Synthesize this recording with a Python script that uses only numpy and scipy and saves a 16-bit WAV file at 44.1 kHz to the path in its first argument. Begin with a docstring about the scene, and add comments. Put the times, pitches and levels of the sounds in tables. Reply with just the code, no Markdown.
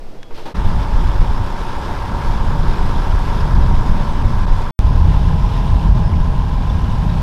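"""A longtail boat on a lake. First, at the quiet pier, a light breeze, a tick, a squeak and a few scuffs:
noise under decaying envelopes. Then a stretch at cruising speed facing the bow, an instant of silence,
and a slightly slower stretch facing the shore, with a tick and thin squeaks. Under way, trains of impulses
from firings and valves excite hull and cover resonances, orders of the engine cycle sing as sines, spray
hisses as patchy noise, and the head wind buffets the microphone as low noise."""
import sys
import numpy as np
from scipy import signal
from scipy.fft import rfft, irfft, next_fast_len
from scipy.io import wavfile
from scipy.ndimage import uniform_filter1d, minimum_filter1d, map_coordinates

SR = 44100
rng = np.random.default_rng(int(sys.argv[2]) if len(sys.argv) > 2 else 0)


def unload_wav(signal):
    """Save mono or channel-first audio to the path in sys.argv[1] as 16-bit WAV at rate SR, clipped to [-1, 1]."""
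    wavfile.write(
        sys.argv[1],
        SR,
        np.round(np.clip(np.atleast_2d(signal).T, -1, 1) * 32767).astype(np.int16),
    )


N = 318402

CAST_OFF_S, CUT_S, RESUME_S = 0.541, 4.709, 4.791
GUST_HALF_S = 0.029  # from the centre of a gust to 1/e of its dB
HULL_EDGE_HZ = 1080  # above this the hull's ring falls away steeply
TOP_HZ = 15830

# Spectrum levels are relative: each noise is scaled to rms 1 before its layer level.
# Air at the pier, and its slow change of level: [hz, density_db]; [time_s, change_db]
PIER_AIR = [(6, 4.5), (14, 2), (29, -19), (55, -24), (120, -26), (200, -28.5), (450, -27.5), (800, -33.5),
            (1400, -43.5), (3600, -50), (5300, -52), (7000, -60), (15000, -67)]
PIER_LULL = [(.16, 1), (.2, -1), (.29, -2), (.33, 2)]
# Puffs of breeze: [centre_s, relative_db, half_length_s]; their spectrum: [hz, density_db]
PUFFS = [(0.029, 11.5, 0.037), (.345, 13, .05)]
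PUFF_AIR = [(6, 4), (16, 4), (30, -12), (55, -25), (120, -38)]
# Scuffs on the pier, levels before the envelope: [start_s, thud_db, scrape_db, rise_s, t60_s]
SCUFFS = [(0.307, -31.5, -58, 0.001, 0.13), (.338, -53, -40, .014, 0.68), (0.374, -32, -53, 0.003, 0.3),
          (0.454, -27.5, -40, 0.0034, 0.35)]
# Spectra of the thudding boards and of the scrape: [hz, density_db]
BOARDS = [(40, -13), (120, -3.5), (380, 5.5), (650, -0.5), (900, 3), (1400, -7.5), (2500, -16), (6000, -45)]
SCRAPE = [(500, -1), (1400, -1), (2500, 0), (3600, 2), (5400, -4), (7000, -14.5), (15000, -23)]

# Ticks of the boat's fittings, level before the envelope: [start_s, level_db, t60_s]
TICKS = [(.2295, -25, .012), (6.033, -36, .012)]
# Spectrum of a tick: [hz, density_db]
CLICK = [(300, -20), (1200, -16), (1750, 0), (2800, -2), (3700, -11), (7000, -17), (11000, -27),
         (14000, -45)]
# Thin squeaks and pings: [centre_s, pitch_hz, level_db, half_length_s, phase_scatter_rad]
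SQUEAKS = [(.25, 3330, -54, 0.065, .55), (6.06, 5200, -48, .035, 1.5), (6.137, 2250, -34, .004, 2),
           (6.543, 5000, -44, 0.0062, 3), (6.701, 3480, -33, 0.005, 1.2), (7.099, 3790, -39, 0.007, 2.5)]

# Head wind between gusts, before the layer offsets: [time_s, buffet_db, flutter_db]
WIND_BOW = [(0.56, -18.5, -25.5), (0.68, -16.5, -26), (.86, -19.5, -27), (.97, -11.5, -26),
            (1.12, -15, -23), (1.27, -16, -30), (1.38, -13, -27), (1.5, -22, -32.5), (2.05, -23, -30),
            (2.2, -20.5, -26.5), (2.45, -15.5, -24.5), (3.33, -17.5, -27.5), (3.7, -11, -21),
            (4.05, -18, -24.5), (4.48, -14.5, -24), (4.68, -20, -30.5)]
WIND_SHORE = [(4.82, -10.5, -20), (5.0, -9.5, -19), (5.55, -15.5, -22.5), (6.0, -14, -19),
              (6.4, -14.5, -23), (7.2, -16.5, -20.5)]
# Gusts, a few of them faint lulls: [centre_s, change_db]
GUSTS = [(.66, 6.5), (.76, 7.5), (1.2, 5), (2.31, 6), (2.5, -1.5), (2.69, 4.5), (2.86, 5), (3.0, 2),
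         (3.151, 9), (3.45, -0.5), (3.59, 3.5), (3.73, 3), (3.92, 6), (4.26, 6.5), (4.54, 7.5), (5.048, 3),
         (5.45, 2), (5.73, 7.5), (5.91, 10.5), (6.2, 4.5)]
# Spectra of the large eddies' push and the small eddies' flutter: [hz, density_db]
BUFFET_BOW = [(4, -15), (12, 1), (22, 5), (42, -3), (65, -8), (100, -14), (180, -39)]
BUFFET_SHORE = [(6, -11), (20, -6), (44, 1), (62, -6.5), (85, -5.5), (120, -19), (200, -29)]
FLUTTER_BOW = [(50, -9), (100, 0), (150, -1.5), (215, -6), (280, -14.5), (450, -25.5), (900, -25.5)]
FLUTTER_SHORE = [(50, -35), (105, -1), (165, 0), (215, -10), (290, -18), (450, -26.5), (900, -27.5)]
# Slaps of air that pin the microphone: [centre_s, pressure_db re full scale, half_length_s]
SLAPS = [(1.2, -9, .0035), (3.544, 3, 0.0035), (4.231, -12, 0.0015), (4.4605, -10, 0.0045)]

# Spectra of the spray: [hz, density_db]
WASH_BOW = [(150, 0), (400, 12), (900, 7), (1400, 5.5), (2100, -1), (2800, -4), (3500, -1.5), (4300, -8),
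            (5200, -7), (6200, -14), (7500, -18), (10000, -21), (12500, -24.5), (15500, -30.5)]
WASH_SHORE = [(150, -5), (400, 8), (900, 11.5), (1400, 5.5), (2100, -1), (2800, -0.5), (3600, -1),
              (4300, -6.5), (5300, -6.5), (6200, -13), (7500, -17.5), (10000, -20), (12500, -24),
              (15500, -29)]
# Drift of the boat's loudness, before the layer offsets: [time_s, engine_db, spray_db]
DRIVE_BOW = [(0.56, -31, -41.5), (1.6, -30, -40.5), (2.3, -28.5, -39.5), (3.4, -29, -39.5),
             (4.68, -31.5, -41.5)]
DRIVE_SHORE = [(4.82, -33, -42), (5.2, -32, -40.5), (6.35, -32, -43), (6.9, -32, -41.5), (7.2, -34, -41.5)]

# Engine speed: [time_s, working_cycles_hz]
SPEED = [(.5, 7.745), (2.9, 7.76), (3.3, 7.786), (4.71, 7.795), (4.79, 7.21), (5.8, 7.205), (7.2, 7.1)]
# Orders at which block and shaft sing, relative levels: [cycle_multiple, first_db, last_db]
SING_BOW = [(36, -15, -14), (45, -16, -17), (46, -15, -18), (74, -13, -14), (96, -20, -17), (108, -19, -17),
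            (111, -8, -17), (114, -18, -17), (117, -19, -17), (119, -14, -14), (120, -14, -8),
            (122, -16, -12), (123, -18, -18), (125, -19, -18), (126, -17, -18), (128, -19, -19),
            (131, -19, -10), (132, -13, -7), (137, -19, -19), (138, -15, -17), (144, -19, -15),
            (148, -21, -16), (150, -22, -20), (156, -17, -21), (171, -19, -22)]
SING_SHORE = [(36, -14, -13), (62, -16, -17), (87, -13, -17), (114, -13, -21), (116, -26, -13),
              (119, -15, -18), (124, -13, -14), (129, -12, -13), (134, -15, -20), (135, -18, -16),
              (138, -15, -19), (140, -10, -11), (143, -9, -18), (144, -8, -11), (145, -17, -14),
              (227, -23, -22)]
# Blows of firings and valve gear, relative levels over one working cycle:
# [place_in_cycle 0-1, thump_db, clack_db, growth_over_stretch_db]
KNOCKS_BOW = [(.045, 0, 0, -2), (.09, -2, -6, -2), (.135, -3, 5, 0), (.215, 2, 5, 0), (.372, 1, 1, 0),
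              (.417, 6, 6, -3), (.485, -1, 0, 2), (.553, -1, 0, 2), (.595, 1, -4, 2), (.665, -3, 2, 0),
              (.755, 6.5, -3, 3), (.838, 0, -10, 4), (.915, 2, -1, 4), (.98, 1, -4, -4)]
KNOCKS_SHORE = [(.034, 6.5, 4, -2), (.128, -2, -5, 2), (.208, 5, 1, 1), (.3, -2, 0, 4), (.412, 2.5, 1, 0),
                (.463, 1.5, -4, 0), (.54, 2, 3, 6), (.672, 4, 4, -2), (.743, 2, 5, -5), (.835, -1, -6, -3),
                (.88, 6, -4, -9), (.958, -4, -6, 0)]
# Resonances of engine and hull, and of the metal covers: [centre_hz, width_hz, relative_db]
HULL_BOW = [(367, 150, -10), (748, 32, -4), (880, 91, 1.5), (925, 92, 2.5), (1032, 62, 0)]
HULL_SHORE = [(411, 95, -7), (705, 84, -6.5), (857, 98, -0.5), (960, 49, 4), (1057, 63, 3.5)]
COVERS = [(1151, 69, -4), (1220, 56, -2), (1316, 71, -0.5), (1483, 37, 0), (1608, 37, 1.5),
          (1749, 53, -4.5)]


def amp(db):
    """Level to amplitude: 20 dB is a factor of ten."""
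    return 10 ** (np.asarray(db) / 20)


def unit(x):
    """Normalization by the root mean square, to rms 1."""
    return x / np.sqrt(np.mean(x ** 2) + 1e-20)


def clock():
    """Uniform sampling: the time of every sample in seconds."""
    return np.arange(N) / SR


def curve(rows, column=1):
    """Linear interpolation of one column of a table over the time in its first column."""
    rows = np.asarray(rows)
    return np.interp(clock(), rows[:, 0], rows[:, column])


def wobble(rate):
    """Band-limited fluctuation: a smooth curve through random knots, rate of them a second."""
    knots = rng.standard_normal(int(N * rate / SR) + 4)
    steps = np.arange(0, N * rate / SR + 1, 1 / 16)
    return np.interp(clock() * rate, steps, map_coordinates(knots, [steps]))


def swell(s, half):
    """Gaussian envelope centred at time s, down to 1/e after half seconds."""
    return np.exp(-((clock() - s) / half) ** 2)


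def burst(s, rise, t60):
    """Exponential build-up from time s, times an exponential decay of 60 dB in t60 seconds."""
    age = np.maximum(clock() - s, 0)
    return (1 - np.exp(-age / rise)) * amp(-60 * age / t60)


def filtered(x, response):
    """Linear filtering: the spectrum of x times a response of frequency, zero-padded."""
    size = next_fast_len(N + SR // 2)
    spectrum = rfft(x, size) * response(np.fft.rfftfreq(size, 1 / SR))
    return irfft(spectrum, size)[:N]


def low_passed(x, hz, order):
    """Butterworth low-pass: a steep upper edge, with the result at rms 1."""
    sections = signal.butter(order, hz, fs=SR, output="sos")
    return unit(signal.sosfilt(sections, x))


def coloured(x, spectrum):
    """Spectral shaping by (hz, db) points joined on a log-frequency axis, at rms 1."""
    hz, db = np.transpose(spectrum)

    def response(f):
        return amp(np.interp(np.log(f + 1), np.log(hz + 1), db, right=-120))
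    return unit(filtered(x, response))


def noise(spectrum):
    """Coloured Gaussian noise: a fresh random signal of the given spectrum at rms 1."""
    return coloured(rng.standard_normal(N), spectrum)


def resonate(x, modes):
    """Modal superposition: parallel damped resonators, neighbours in opposite phase, at rms 1."""
    def response(f):
        total = 0
        for k, (centre, width, db) in enumerate(modes):
            damping = 1j * f * width
            total = total + (-1) ** k * amp(db) * damping / (centre ** 2 - f ** 2 + damping)
        return total
    return unit(filtered(x, response))


def pier(air_db=-26.0, puff_db=-33):
    """Turbulence and friction: a breeze with a lull and puffs; scuffs thud on the boards and scrape."""
    breeze = amp(air_db) * amp(curve(PIER_LULL)) * noise(PIER_AIR)
    puff_level = sum(amp(puff_db + db) * swell(s, half) for s, db, half in PUFFS)
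    thuds = sum(amp(db) * burst(s, rise, t60) for s, db, _, rise, t60 in SCUFFS)
    scrapes = sum(amp(db) * burst(s, rise, t60) for s, _, db, rise, t60 in SCUFFS)
    return breeze + puff_level * noise(PUFF_AIR) + thuds * noise(BOARDS) + scrapes * noise(SCRAPE)


def fittings():
    """Impact and phase modulation: ticks are short noise, squeaks are sines of wandering phase."""
    tick_level = sum(amp(db) * burst(s, 0.00067, t60) for s, db, t60 in TICKS)
    squeaks = np.zeros(N)
    for s, hz, db, half, scatter in SQUEAKS:
        phase = 2 * np.pi * hz * clock() + scatter * wobble(250)
        squeaks += amp(db) * swell(s, half) * np.sin(phase)
    return tick_level * noise(CLICK) + squeaks


def wind(strength, buffet_spectrum, flutter_spectrum, buffet_db, flutter_db, surge_db,
         lump_db=-0.33, ride=0.084):
    """Turbulence: large eddies push in gusts; small ones flutter in surges, hardest on large crests."""
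    gust_db = sum(db * swell(s, GUST_HALF_S) for s, db in GUSTS)
    push = noise(buffet_spectrum)
    local_power = np.abs(uniform_filter1d(push ** 2, size=SR // 8))
    push = unit(push / np.sqrt(local_power + 0.11))  # evens out the chance swells of the noise
    surges = amp(surge_db * wobble(12) + lump_db * wobble(23))
    flutter = unit(noise(flutter_spectrum) * surges * (1 + ride * np.abs(push)))
    buffet_level = amp(curve(strength) + gust_db + buffet_db)
    flutter_level = amp(curve(strength, column=2) + flutter_db)
    return buffet_level * push + flutter_level * flutter


def slapped(sound):
    """Diaphragm overload: pushes of air pin it for milliseconds, and only the rumble gets through."""
    pinned = sum(np.exp(-np.minimum(np.abs(clock() - s) / half, 2) ** 8) for s, _, half in SLAPS)
    rumble = filtered(sound, lambda hz: 1 / (1 + (hz / 150) ** 4))
    pressure = sum(amp(db) * swell(s, half) for s, db, half in SLAPS)
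    return sound - pinned * (sound - rumble) - pressure


def spray(drive, spectrum, db, patchy_db=1.0, splash_db=0.9, wave_db=.5):
    """Superposed splashes: bow-wave hiss, uneven in time and frequency, rising and falling with the chop."""
    z = signal.stft(rng.standard_normal(N), nperseg=512)[2]
    patches = uniform_filter1d(rng.standard_normal(z.shape), size=7, axis=0)  # across frequency
    patches = uniform_filter1d(patches, size=8, axis=1)  # across time
    hiss = signal.istft(z * amp(patchy_db * unit(patches)), nperseg=512)[1][:N]
    splashes = hiss * amp(splash_db * wobble(300))
    level_db = curve(drive, column=2) + db + wave_db * wobble(7.4)
    return amp(level_db) * coloured(splashes, spectrum)


def revolutions():
    """Phase as the integral of frequency: working cycles completed at every sample."""
    return np.cumsum(curve(SPEED)) / SR


def singing(orders, progress):
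    """Harmonics of the cycle: sines that swell or fade, a little unsteady in level and phase."""
    waver_db, stray_rad = 1.4, .18
    turns = revolutions()
    total = np.zeros(N)
    for order, first_db, last_db in orders:
        level_db = first_db + (last_db - first_db) * progress + waver_db * wobble(5.35)
        phase = 2 * np.pi * (order * turns + rng.random()) + stray_rad * wobble(30)
        total += amp(level_db) * np.sin(phase)
    return np.sqrt(2) * total


def knocks(pattern, progress, column, jitter_s):
    """Periodic excitation: each cycle repeats its blows, each with its own fixed paths through the hull."""
    scatter_db, echo_db, echo_t60_s, rough = .9, -2, .04, .4
    turns = revolutions()
    cycles = np.arange(int(turns[-1]) + 1)
    t = np.arange(SR // 12) / SR
    decay = amp(-60 * t / echo_t60_s)
    decay /= np.linalg.norm(decay)
    direct, echoes = np.zeros((2, N))
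    for row in pattern:
        place, db, growth_db = row[0], row[column], row[-1]
        times = np.interp(cycles + place, turns, clock())
        times = times + jitter_s * rng.standard_normal(len(cycles))
        shift_db = growth_db * (np.interp(times, clock(), progress) - .5)
        sizes = amp(db + shift_db + scatter_db * rng.standard_normal(len(cycles)))
        sizes = sizes * (cycles + place < turns[-1])  # no blows past the end
        samples = np.clip(times * SR, 0, N - 1).astype(int)
        blows = np.bincount(samples, sizes, N)
        direct += blows
        paths = decay * rng.standard_normal(len(t))
        echoes += signal.oaconvolve(blows, paths)[:N]
    # loose parts rattle differently after every blow
    rattle_power = np.abs(signal.oaconvolve(direct ** 2, decay ** 2)[:N])
    rattle = np.sqrt(rattle_power) * rng.standard_normal(N)
    return direct + amp(echo_db) * echoes + rough * rattle


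def engine(drive, pattern, hull, orders, knock_db, clack_db, sing_db, clatter_db, muffle_hz=1900):
    """Forced vibration: blows ring hull and covers, orders sing, faint clatter comes from the block."""
    progress = np.interp(clock(), [drive[0][0], drive[-1][0]], [0, 1])
    thumps = knocks(pattern, progress, column=1, jitter_s=.00005)
    clacks = knocks(pattern, progress, column=2, jitter_s=.00002)
    ring = low_passed(resonate(thumps, hull), HULL_EDGE_HZ, order=12)
    clack = low_passed(resonate(clacks, COVERS), muffle_hz, order=6)
    clatter = coloured(clacks, [(1500, -2.5), (2200, 5.0), (3600, -2), (5200, 4), (8000, -31)])
    sing = singing(orders, progress)
    mix = amp(knock_db) * ring + amp(clack_db) * clack + amp(sing_db) * sing + amp(clatter_db) * clatter
    return amp(curve(drive)) * mix


def facing_bow():
    """Superposition of wind, spray and engine under way, facing forward."""
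    air = wind(WIND_BOW, BUFFET_BOW, FLUTTER_BOW, buffet_db=2.25, flutter_db=2.0, surge_db=1.5)
    water = spray(DRIVE_BOW, WASH_BOW, db=7.5)
    motor = engine(DRIVE_BOW, KNOCKS_BOW, HULL_BOW, SING_BOW,
                   knock_db=-3.5, clack_db=-10.5, sing_db=-1, clatter_db=-21.0)
    return air + water + motor


def facing_shore():
    """Superposition of the same sources a little slower, facing across to the shore."""
    air = wind(WIND_SHORE, BUFFET_SHORE, FLUTTER_SHORE, buffet_db=0.5, flutter_db=0.5, surge_db=0.1)
    water = spray(DRIVE_SHORE, WASH_SHORE, db=6.5)
    motor = engine(DRIVE_SHORE, KNOCKS_SHORE, HULL_SHORE, SING_SHORE,
                   knock_db=-2.5, clack_db=-13, sing_db=0, clatter_db=-21)
    return air + water + motor


def scene():
    """Gating in time: the pier fades out just before the ride, whose two stretches a silence parts."""
    t = clock()
    ashore = np.clip((CAST_OFF_S - t) / .025, 0, 1)
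    aboard = np.clip((t - CAST_OFF_S) / .01, 0, 1) * np.clip((CUT_S - t) / .0002, 0, 1)
    resumed = t >= RESUME_S
    stretches = pier() * ashore + slapped(facing_bow()) * aboard + facing_shore() * resumed
    return (stretches + fittings())[None]


def record(dry):
    """Peak limiting and band limiting: gain dips briefly at peaks over full scale; TOP_HZ is the edge."""
    hold, ramp = SR // 40, SR // 500  # samples
    needed = 1 / np.maximum(np.abs(dry[0]), 1)
    # the dip starts one ramp ahead of the peak and is held after it
    held = minimum_filter1d(needed, size=hold, origin=hold // 2 - ramp)
    gain = uniform_filter1d(held, size=ramp)
    return filtered(dry[0] * gain, lambda hz: hz < TOP_HZ)[None]


dry = scene()
out = record(dry)
unload_wav(out)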